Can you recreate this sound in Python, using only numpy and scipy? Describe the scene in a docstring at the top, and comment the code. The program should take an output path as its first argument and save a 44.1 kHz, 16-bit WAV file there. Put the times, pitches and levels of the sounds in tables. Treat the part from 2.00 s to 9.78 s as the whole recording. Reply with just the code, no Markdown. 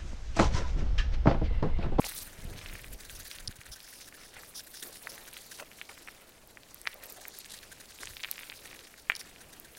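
"""A gravel path through undergrowth, walked slowly with a camera in hand. Dry twigs snap and splinter
underfoot; grit, leaves and grass crackle as tiny fractures; soles grind earth. Near the microphone stems tick,
foliage scrapes past, a nylon sleeve swishes and catches, and hollow rasps come in runs. A little wind buffets
the microphone at first with a few low thumps; the woods hush behind."""
import sys
import numpy as np
from scipy import signal
from scipy.fft import rfft, irfft, next_fast_len
from scipy.io import wavfile
from scipy.ndimage import uniform_filter1d, map_coordinates

SR = 44100
rng = np.random.default_rng(int(sys.argv[2]) if len(sys.argv) > 2 else 0)


def store_pcm(level_fs):
    """Save levels as 16-bit WAV."""
    pcm = np.round(np.clip(level_fs, -1, 1) * 32767).astype(np.int16)
    wavfile.write(sys.argv[1], SR, np.atleast_2d(pcm).T)


N = 343186

# twigs and stones cracking: time_s, level_db, pitch_hz
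SNAPS = [(0.0434, -22.5, 2640), (0.084, -29, 4200), (0.091, -29, 4500), (0.1205, -32.5, 2140),
         (0.584, -31, 4600), (0.59, -31, 3250), (0.614, -34, 3000), (0.661, -27, 2680),
         (0.698, -33.5, 2400), (0.728, -34, 2120), (0.754, -30, 2210), (0.794, -35.5, 2240),
         (0.844, -31, 2520), (1.097, -29.5, 3160), (1.314, -23, 4060), (1.335, -45, 2900),
         (1.3605, -35, 3300), (1.386, -28.5, 3670), (1.526, -36.5, 3400), (1.6148, -32.5, 2300),
         (1.6658, -38, 1900), (1.804, -31, 4360), (1.937, -40, 2900), (2.0148, -39, 2700),
         (2.1256, -37, 2080), (2.435, -35, 1660), (2.605, -34, 3500), (2.7732, -27.5, 5000),
         (3.072, -22, 1760), (3.1193, -30, 5700), (3.1793, -35, 1950), (3.3298, -34, 3280),
         (3.342, -33, 3540), (3.3686, -27, 3070), (3.388, -35, 3500), (3.716, -36.5, 2400),
         (3.8146, -22.5, 2620), (4.0755, -30.5, 2170), (4.5726, -32, 2020), (4.634, -36.5, 3700),
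         (4.8557, -30.5, 1960), (4.8668, -33, 2100), (4.8685, -28, 3300), (4.8728, -15.5, 1920),
         (4.8729, -16.5, 4150), (4.931, -35, 3100), (4.935, -39, 2400), (5.2537, -29.5, 2050),
         (5.446, -30, 4540), (5.46, -34, 3100), (5.632, -36, 3300), (5.988, -34, 2900), (6.0331, -26, 1660),
         (6.0559, -23, 7200), (6.073, -25, 3100), (6.1687, -24.5, 3470), (6.196, -37, 2330),
         (6.202, -33, 3300), (6.207, -31, 3600), (6.2335, -23, 5150), (6.2374, -18, 3130),
         (6.2467, -18.5, 2870), (6.255, -30, 2220), (6.277, -37, 2900), (6.287, -33.5, 2090),
         (6.3136, -26, 4580), (6.328, -34, 2800), (6.358, -31, 3900), (6.3804, -28.5, 2460),
         (6.392, -28.5, 2600), (6.41, -34, 2200), (6.4334, -29, 2580), (6.469, -42, 2600),
         (6.499, -23.5, 3600), (6.52, -32, 2040), (6.5257, -30.5, 2440), (6.592, -37, 3400),
         (6.6578, -35.5, 2170), (6.713, -34.5, 2760), (6.73, -33.5, 2220), (6.792, -32, 3660),
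         (6.941, -36.5, 2000), (7.0994, -7, 2090), (7.1022, -25, 2330), (7.1196, -19, 2500),
         (7.214, -33.5, 2140), (7.3614, -36.5, 2720), (7.751, -36, 3300)]
# stones under a break: pitch_hz, level_db, heavy_break_t60_s
STONE_MODES = [(1890, -6, 0.008), (2385, -11.5, 0.02)]
# twigs tearing: start_s, length_s, level_db
SPLINTERS = [(0.017, 0.0065, -38), (1.316, 0.014, -52), (3.518, 0.01, -46.5), (3.595, 0.01, -42),
             (3.892, 0.0061, -43), (3.972, 0.008, -45), (4.08, 0.012, -43.5), (6.744, 0.0093, -50)]
# rustle of the walk: time_s, grit_db, leaves_db, grass_db
RUSTLE_LEVELS = [(0.0, -51.5, -47.5, -46.5), (0.2, -56.5, -52, -47), (0.36, -57.5, -63.5, -64.5),
                 (0.68, -51.5, -55, -58), (0.91, -58, -60, -56.5), (1.32, -57.5, -53.5, -55.5),
                 (1.55, -58, -64, -65), (1.93, -61.5, -59, -55.5), (2.23, -59.5, -61, -64),
                 (2.31, -66, -64, -68), (2.36, -49, -62.5, -68), (2.41, -63, -57.5, -56.5),
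                 (2.66, -66.5, -61, -57), (3.05, -57, -57, -52.5), (3.5, -62, -56, -57.5),
                 (3.68, -61, -64, -64), (3.86, -62.5, -55.5, -60), (4.25, -61.5, -66, -66.5),
                 (4.55, -69, -66.5, -73), (4.8, -64, -61, -62), (5.0, -58, -61, -61), (5.09, -59, -56, -57),
                 (5.2, -66, -57, -61), (5.48, -59.5, -56, -61.5), (5.56, -59, -58, -62),
                 (5.61, -61, -59, -62), (5.94, -63.5, -57, -63), (6.05, -58, -51, -61),
                 (6.15, -61, -55.5, -53), (6.35, -56.5, -56, -56), (6.72, -58.5, -56.5, -60),
                 (7.01, -63, -62, -65), (7.25, -59, -59.5, -66), (7.48, -60, -65.5, -66),
                 (7.78, -62.5, -64, -62)]
# footfalls crushing litter: start_s, decay_s, lift_db
CRUNCHES = [(1.313, 0.013, 10), (2.365, 0.022, 10), (2.825, 0.034, 15), (3.33, 0.017, 3),
            (3.585, 0.02, 15.5), (6.742, 0.0077, 14)]
# soles on soft ground: start_s, length_s, level_db, pitch_hz
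SCUFFS = [(0.039, 0.032, -48.5, 750), (2.364, 0.079, -57.5, 650), (2.822, 0.1, -57, 526),
          (3.024, 0.22, -58, 634), (3.589, 0.052, -49.5, 650), (3.891, 0.036, -52, 720),
          (3.998, 0.27, -63, 420), (4.933, 0.39, -57, 586), (5.999, 0.048, -56, 520),
          (6.598, 0.26, -61, 410)]
# grinding earth: pitch_ratio, density_db
SOIL_SPECTRUM = [(0.15, -32), (0.5, -2), (0.85, 2.5), (1.15, 1), (1.8, -5.5), (3.5, -12), (7, -38)]
# stems ticking: start_s, level_db, pitch_hz
STEM_TICKS = [(0.9348, -27, 13000), (3.4663, -28, 13000), (4.2937, -31, 13500), (4.4745, -31, 13500),
              (4.7449, -18, 13000), (4.8155, -23, 10500), (4.943, -21, 14800), (5.038, -20, 13400),
              (5.0577, -23, 14000), (5.067, -26, 13500), (5.1003, -24, 13500), (5.1235, -19, 14800),
              (5.128, -25, 14800), (5.2829, -13.5, 14800), (5.388, -15.5, 13200), (6.3135, -5.5, 13600),
              (7.5992, -21, 13400)]
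# sleeve strokes: start_s, length_s, level_db
SWISHES = [(1.15, 0.029, -54), (1.459, 0.0053, -62), (1.714, 0.035, -49), (1.8, 0.29, -58.5),
           (2.19, 0.11, -60), (2.548, 0.059, -47), (2.735, 0.075, -52.5), (3.092, 0.022, -47.5),
           (7.151, 0.0048, -45), (7.161, 0.008, -45), (7.191, 0.024, -48)]
# sleeve weave: freq_hz, density_db
NYLON_SPECTRUM = [(300, -31), (900, -15), (1650, -15), (2300, -23), (3500, -4), (4300, -6.5), (5300, 3),
                  (6200, -3), (7700, -16), (10000, -2.5), (11500, -15), (15500, -12.5)]
# foliage against the legs: start_s, length_s, level_db
BRUSHES = [(0.047, 0.027, -37), (0.158, 0.077, -46), (2.925, 0.05, -52), (3.51, 0.058, -50.5),
           (3.572, 0.042, -53), (3.889, 0.018, -51), (5.345, 0.071, -53), (5.495, 0.058, -51.5),
           (5.856, 0.0029, -42.5), (6.008, 0.035, -48), (6.06, 0.07, -64)]
# scraping foliage: freq_hz, density_db
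FOLIAGE_SPECTRUM = [(150, -5), (500, -3.5), (1100, -8.5), (1750, -7), (2500, -6.5), (4200, 3.5),
                    (7000, -0.5), (10000, 1), (15500, -15)]
# sleeve catching and slipping: start_s, level_db
CATCHES = [(1.4753, -25.5), (1.479, -23), (7.1522, -29.5)]
# taut nylon: pitch_hz, level_db
CATCH_MODES = [(3500, -15), (5050, 3), (9700, -6)]
# runs of close rasps: start_s, length_s, period_s, level_db
RASP_RUNS = [(0.327, 0.6, 0.085, -60.5), (0.997, 0.43, 0.05, -54.5), (1.504, 0.19, 0.05, -58.5),
             (1.752, 0.2, 0.086, -57), (2.007, 0.16, 0.066, -54.5), (2.249, 0.26, 0.087, -60.5),
             (2.593, 0.19, 0.071, -54.5), (2.823, 0.05, 0.1, -43.5), (3.179, 0.24, 0.094, -57.5),
             (3.512, 0.12, 0.084, -53.5), (5.029, 0.18, 0.131, -55), (5.206, 0.16, 0.065, -57.5),
             (5.448, 0.29, 0.089, -55.5), (5.798, 0.36, 0.1, -54), (6.535, 0.55, 0.11, -58),
             (7.284, 0.53, 0.12, -59)]
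# hollow resonances of a rasp: freq_hz, density_db
RASP_SPECTRUM = [(300, -10.5), (1150, -26), (1550, 4), (1850, 2.5), (2450, -14.5), (3300, -7.5), (3800, -2),
                 (5200, -7), (6550, -2), (7600, -7), (9300, -2), (11500, -9), (14400, -12), (15800, -6)]
# wind thumps on the microphone: peak_s, peak_db, pitch_hz
BUMPS = [(0.391, -39.5, 120), (0.453, -32, 116), (0.519, -36, 75), (0.553, -33.5, 100), (0.934, -36.5, 39),
         (1.13, -47, 95), (1.485, -33.5, 90), (1.494, -38, 190), (1.592, -42.5, 95), (1.708, -40.5, 50)]
# one gust: time_s, level_db
GUST = [(0.0, -53.5), (0.354, -55.5), (0.45, -44.5), (0.958, -48.5), (0.984, -59), (1.146, -49), (1.3, -66)]
# puffs of air: start_s, length_s, level_db
PUFFS = [(0.05, 0.037, -58), (0.44, 0.15, -49), (1.36, 0.16, -53.5), (1.482, 0.03, -53),
         (1.65, 0.09, -54.5), (5.62, 0.42, -70), (6.03, 0.14, -54.5)]
# wind on the microphone: freq_hz, density_db
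BUFFET_SPECTRUM = [(12, -26), (22, 10), (40, -1), (85, -4), (150, -14.5), (300, -20), (600, -21),
                   (1000, -31), (2000, -60)]
# hush of the trees: freq_hz, density_db
WOODS_SPECTRUM = [(20, 6.5), (60, 1.5), (130, -1), (300, -1), (600, -1.5), (1000, -8), (2000, -14),
                  (4000, -17.5), (9000, -15), (16000, -22.5)]


def twig_snaps(rise_cycles=0.62, ring_db=-17, ring_t60_s=0.012, hiss_db=-33, hiss_t60_s=0.038):
    """A break is one pulse and a faint hiss; fibres give way, the stick shivers and knocks on stones."""
    out, t = np.zeros(N), np.arange(2048) / SR
    for time_s, level_db, pitch_hz in SNAPS:
        snap = pulse(t * pitch_hz, rise_cycles)
        for late, detune in rng.random(size=(3, 2)):
            fibre_delay_s = 0.001 + 0.007 * late
            fibre_hz = pitch_hz * 2 ** (detune - 0.5)
            snap += amp(-15 - 5 * late) * pulse((t - fibre_delay_s) * fibre_hz, rise_cycles)
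        shiver = rng.standard_normal(len(t)) * amp(-60 * t / ring_t60_s) * (t > 0.0005)
        ring = signal.fftconvolve(pulse(t * pitch_hz, rise_cycles=1.42), shiver)[:len(t)]
        ring *= amp(ring_db) * np.linalg.norm(snap) / np.linalg.norm(ring)
        knock = signal.fftconvolve(snap, stone_ring(t, level_db))[:len(t)] / np.sum(np.abs(snap))
        wood_damping = signal.butter(4, min(1.5 * pitch_hz, SR / 3), fs=SR, output="sos")
        wood = signal.sosfilt(wood_damping, snap + ring + knock)
        hiss = amp(hiss_db - 60 * t / hiss_t60_s) * rng.standard_normal(len(t))
        add(out, time_s - 1 / pitch_hz, amp(level_db - 0.1) * (wood + hiss))
    # thin sticks radiate no bass
    return signal.sosfilt(signal.butter(2, 520, "highpass", fs=SR, output="sos"), out)


def stone_ring(t, break_db, heavy_break_db=-15, pitch_spread=0.035):
    """No two stones ring alike; a heavier break rings them longer."""
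    stretch = amp(0.24 * (break_db - heavy_break_db))
    ring = np.zeros(len(t))
    for pitch_hz, level_db, t60_s in STONE_MODES:
        detuned_hz = pitch_hz * (1 + pitch_spread * rng.normal())
        ring += amp(level_db - 60 * t / (t60_s * stretch)) * np.cos(2 * np.pi * detuned_hz * t)
    return ring


def twig_splinters():
    """A twig tears in a ragged run of small fractures."""
    fractures = grains(per_s=1500, centre_hz=1970, spread_oct=0.24, rise_cycles=0.73, scatter_db=4.5)
    return strokes(SPLINTERS, edge_share=0.79) * fractures


def undergrowth():
    """Weight crushes grit, leaves and grass in a fine crackle; small stones click out."""
    grit_db, leaves_db, grass_db = curves(RUSTLE_LEVELS)
    clumps = wobble(45)
    grit = amp(grit_db - 2.5 + 2 * clumps + 1.3 * wobble(150))
    grit *= grains(per_s=1400, centre_hz=2066, spread_oct=0.45, rise_cycles=0.7, scatter_db=1)
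    leaves = amp(leaves_db - 1.53 + 2.3 * clumps)
    leaves *= grains(per_s=4500, centre_hz=5830, spread_oct=0.71, rise_cycles=1.39, scatter_db=3.5, n=130)
    grass = amp(grass_db - 1.44 + 1.7 * clumps + 3.4 * wobble(99))
    grass *= grains(per_s=4900, centre_hz=12160, spread_oct=0.464, rise_cycles=1.72, scatter_db=5, n=100)
    stones = amp((grit_db + leaves_db) / 2 - 4)
    stones *= grains(per_s=170, centre_hz=3700, spread_oct=0.95, rise_cycles=0.8, scatter_db=4, n=300)
    return amp(footfall_lift_db()) * patchy(grit + leaves + grass, depth_db=2.5) + stones


def footfall_lift_db(attack_s=0.00067):
    """A footfall crushes the litter at once: the rustle jumps, then decays."""
    out, t = np.zeros(N), np.arange(SR // 3) / SR
    for start_s, decay_s, lift_db in CRUNCHES:
        add(out, start_s, lift_db * (1 - np.exp(-t / attack_s)) * np.exp(-t / decay_s))
    return out


def sole_scuffs():
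    """Soft earth gives way in a dull, uneven grinding; each step has its own resonance."""
    out = np.zeros(N)
    grinding = patchy(rng.standard_normal(N) * amp(3.7 * wobble(500)), depth_db=3, frame_samples=768)
    for start_s, length_s, level_db, pitch_hz in SCUFFS:
        spectrum = [(pitch_hz * ratio, density_db) for ratio, density_db in SOIL_SPECTRUM]
        out += strokes([(start_s, length_s, level_db)], edge_share=0.16) * coloured(grinding, spectrum)
    return out


def stem_ticks(fizz_db=-17, fizz_t60_s=0.0056):
    """Stems give short, high ticks with a brief fizz at the same pitch."""
    out, t = np.zeros(N), np.arange(512) / SR
    for start_s, level_db, pitch_hz in STEM_TICKS:
        tick = pulse(t * pitch_hz, rise_cycles=1.07)
        burst = rng.standard_normal(len(t)) * amp(fizz_db - 60 * t / fizz_t60_s)
        fizz = np.convolve(burst, tick / np.linalg.norm(tick))[:len(t)]
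        add(out, start_s, amp(level_db - 3.5) * (tick + fizz))
    return out


def sleeve_swishes():
    """Rubbed nylon weave hisses in broad resonances."""
    weave = coloured(rng.standard_normal(N) * amp(2.3 * wobble(220)), NYLON_SPECTRUM)
    return amp(4) * strokes(SWISHES, edge_share=0.56) * weave


def foliage_brushes():
    """Foliage scrapes past the legs with a coarse grain."""
    scrape = rng.standard_normal(N) * amp(1.7 * wobble(2500) + 3.2 * wobble(180))
    return amp(0.4) * strokes(BRUSHES, edge_share=0.27) * coloured(scrape, FOLIAGE_SPECTRUM)


def sleeve_catches(rise_s=0.000347):
    """Taut nylon lets go and rings for about a millisecond."""
    out, t = np.zeros(N), np.arange(512) / SR
    tick = sum(amp(mode_db) * pulse(t * hz, rise_s * hz) for hz, mode_db in CATCH_MODES)
    for start_s, level_db in CATCHES:
        add(out, start_s, amp(level_db) * tick)
    return out


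def stalk_drag(start_s=5.5, length_s=0.094, level_db=-39, slips_per_s=165, rise_cycles=0.92):
    """A dry stalk sticks and slips over cloth in a quick row of ticks."""
    out, t = np.zeros(N), np.arange(256) / SR
    tick = pulse(t * 4000, rise_cycles) + amp(-0.5) * pulse(t * 9500, rise_cycles)
    for slip, (late, louder) in enumerate(rng.standard_normal(size=(24, 2))):
        if slip / slips_per_s < length_s:
            add(out, start_s + (slip + 0.45 * late) / slips_per_s, amp(level_db + 2 * louder) * tick)
    return out


def hollow_rasps(slip_s=0.018, attack_s=0.0032, jitter_s=0.0011, scatter_db=1.5):
    """Small slips, as of a casing in the grip, each excite the same hollow resonances."""
    envelope, t = np.zeros(N), np.arange(SR // 20) / SR
    slip = (1 - np.exp(-t / attack_s)) * amp(-4 * t / slip_s) / (1 + (t / slip_s) ** 8)
    for start_s, length_s, period_s, level_db in RASP_RUNS:
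        times_s = np.arange(start_s, start_s + length_s, period_s)
        for time_s, (late, louder) in zip(times_s, rng.standard_normal(size=(12, 2))):
            add(envelope, time_s + jitter_s * late, amp(level_db + 9.5 + scatter_db * louder) * slip)
    return envelope * coloured(rng.standard_normal(N) * amp(2.6 * wobble(900)), RASP_SPECTRUM)


def wind_thumps(rise_cycles=0.4):
    """Each thump of wind gives the microphone one slow, heavily damped swing."""
    out, t = np.zeros(N), np.arange(SR // 6) / SR
    for peak_s, peak_db, pitch_hz in BUMPS:
        add(out, peak_s - rise_cycles / pitch_hz, amp(peak_db) * pulse(t * pitch_hz, rise_cycles))
    return out


def wind_buffet(calm_s=3.1, calm_db=-73, flutter_db=1.5):
    """A dying gust and a few puffs rumble on the microphone."""
    gust_db, = curves(list(GUST) + [(calm_s, calm_db)])
    gust = amp(gust_db + 0.5 + flutter_db * wobble(13.76))
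    puffs = strokes(PUFFS, edge_share=0.78)
    return (gust + puffs) * coloured(rng.standard_normal(N), BUFFET_SPECTRUM)


def woods_hush(level_db=-59):
    """The trees give a low, slightly wavering hush."""
    return amp(level_db + 1.3 * wobble(3.47)) * coloured(rng.standard_normal(N), WOODS_SPECTRUM)


def with_reflections(x, tail_db=-20, t60_s=0.25):
    """Trunks and a brick wall add a thin, dense tail."""
    t = np.arange(int(1.5 * t60_s * SR) + 64) / SR
    tail = rng.standard_normal(len(t)) * amp(-60 * t / t60_s) * (1 - np.exp(-8 * t / t60_s))
    return x + amp(tail_db) * signal.fftconvolve(x, tail / np.linalg.norm(tail))[:len(x)]


def pulse(cycles, rise_cycles):
    """A heavily damped ring that peaks at 1 after rise_cycles."""
    age = np.maximum(cycles, 0) / rise_cycles
    return (age * np.exp(1 - age)) ** 2 * np.cos(2 * np.pi * (cycles - rise_cycles))


def grains(per_s, centre_hz, spread_oct, rise_cycles, scatter_db, n=200, ring_db=-13, ring_t60_s=0.017):
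    """Tiny fractures at rms 1, each a click and faint ring of n samples; a few stand out."""
    grain_rng = np.random.default_rng(rng.integers(2 ** 31))
    when, pitch, strength, sign = grain_rng.random((int(per_s * N / SR), 4)).T
    pitch_hz = np.minimum(centre_hz * 2 ** (spread_oct * (2 * pitch - 1)), SR / 2)
    gain = amp(scatter_db * np.minimum(-np.log(1 - strength), 3.5)) * np.sign(sign - 0.5)
    offsets = np.arange(n)
    cycles = pitch_hz[:, None] * offsets / SR
    rings = amp(ring_db - 60 * offsets / SR / ring_t60_s) * np.sin(2 * np.pi * cycles)
    fractures = gain[:, None] * (pulse(cycles, rise_cycles) + rings)
    positions = (when * N).astype(int)[:, None] + offsets
    return unit(np.bincount(positions.ravel(), fractures.ravel(), N)[:N])


def strokes(rows, edge_share):
    """Envelope of strokes, each swelling and fading for edge_share of its span."""
    envelope = np.zeros(N)
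    for start_s, length_s, level_db in rows:
        samples = max(int(length_s * SR * (1 + edge_share / 2)), 8)
        shape = signal.windows.tukey(samples, edge_share)
        add(envelope, start_s - length_s * edge_share / 4, amp(level_db) * shape)
    return envelope


def patchy(x, depth_db, frame_samples=256):
    """Each leaf and fold has its own colour: random gain patches in pitch and time."""
    spectra = signal.stft(x, nperseg=frame_samples)[2]
    patches = rng.standard_normal(spectra.shape)
    for _ in range(2):
        patches = uniform_filter1d(patches, size=3, axis=0)
        patches = uniform_filter1d(patches, size=6, axis=1)
    mottled = signal.istft(spectra * amp(depth_db * unit(patches)), nperseg=frame_samples)[1][:N]
    return unit(mottled) * np.std(x)


def coloured(x, spectrum):
    """x shaped by a spectrum, at rms 1."""
    freq_hz, density_db = np.transpose(spectrum)
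    return unit(filtered(x, lambda hz: amp(np.interp(np.log(hz + 1), np.log(freq_hz), density_db))))


def filtered(x, gain_at_hz):
    size = next_fast_len(N + 8192)
    return irfft(rfft(x, size) * gain_at_hz(np.fft.rfftfreq(size, 1 / SR)), size)[:N]


def curves(rows):
    """One value per sample for each column after time_s."""
    time_s, *columns = np.transpose(rows)
    return [np.interp(np.arange(N) / SR, time_s, column) for column in columns]


def wobble(knots_per_s):
    """A smooth random curve."""
    knots = rng.standard_normal(int(N * knots_per_s / SR) + 4)
    return map_coordinates(knots, [np.arange(N) * knots_per_s / SR])


def add(track, start_s, sound):
    start = int(np.clip(round(start_s * SR), 0, N - 1))
    track[start:start + len(sound)] += sound[:N - start]


def amp(db):
    return 10 ** (np.asarray(db) / 20)


def unit(x):
    return x / np.sqrt(np.mean(x ** 2) + 1e-20)


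def scene():
    """Mono mix; only the breaking twigs get reflections."""
    cracks = with_reflections(twig_snaps() + twig_splinters())
    scuffs = sole_scuffs()
    rubbing = patchy(sleeve_swishes() + foliage_brushes() + hollow_rasps(), depth_db=1.5)
    ticks = stem_ticks() + stalk_drag() + sleeve_catches()
    walk = cracks + undergrowth() + scuffs + rubbing + ticks + wind_thumps()
    return (walk + wind_buffet() + woods_hush())[None]


def record(dry):
    """The camera's band limit cuts the top treble."""
    cutoff_hz, transition_hz = 15950, 300
    return filtered(dry[0], lambda hz: np.clip((cutoff_hz - hz) / transition_hz + 0.5, 0, 1))[None]


dry = scene()
out = record(dry)
store_pcm(out)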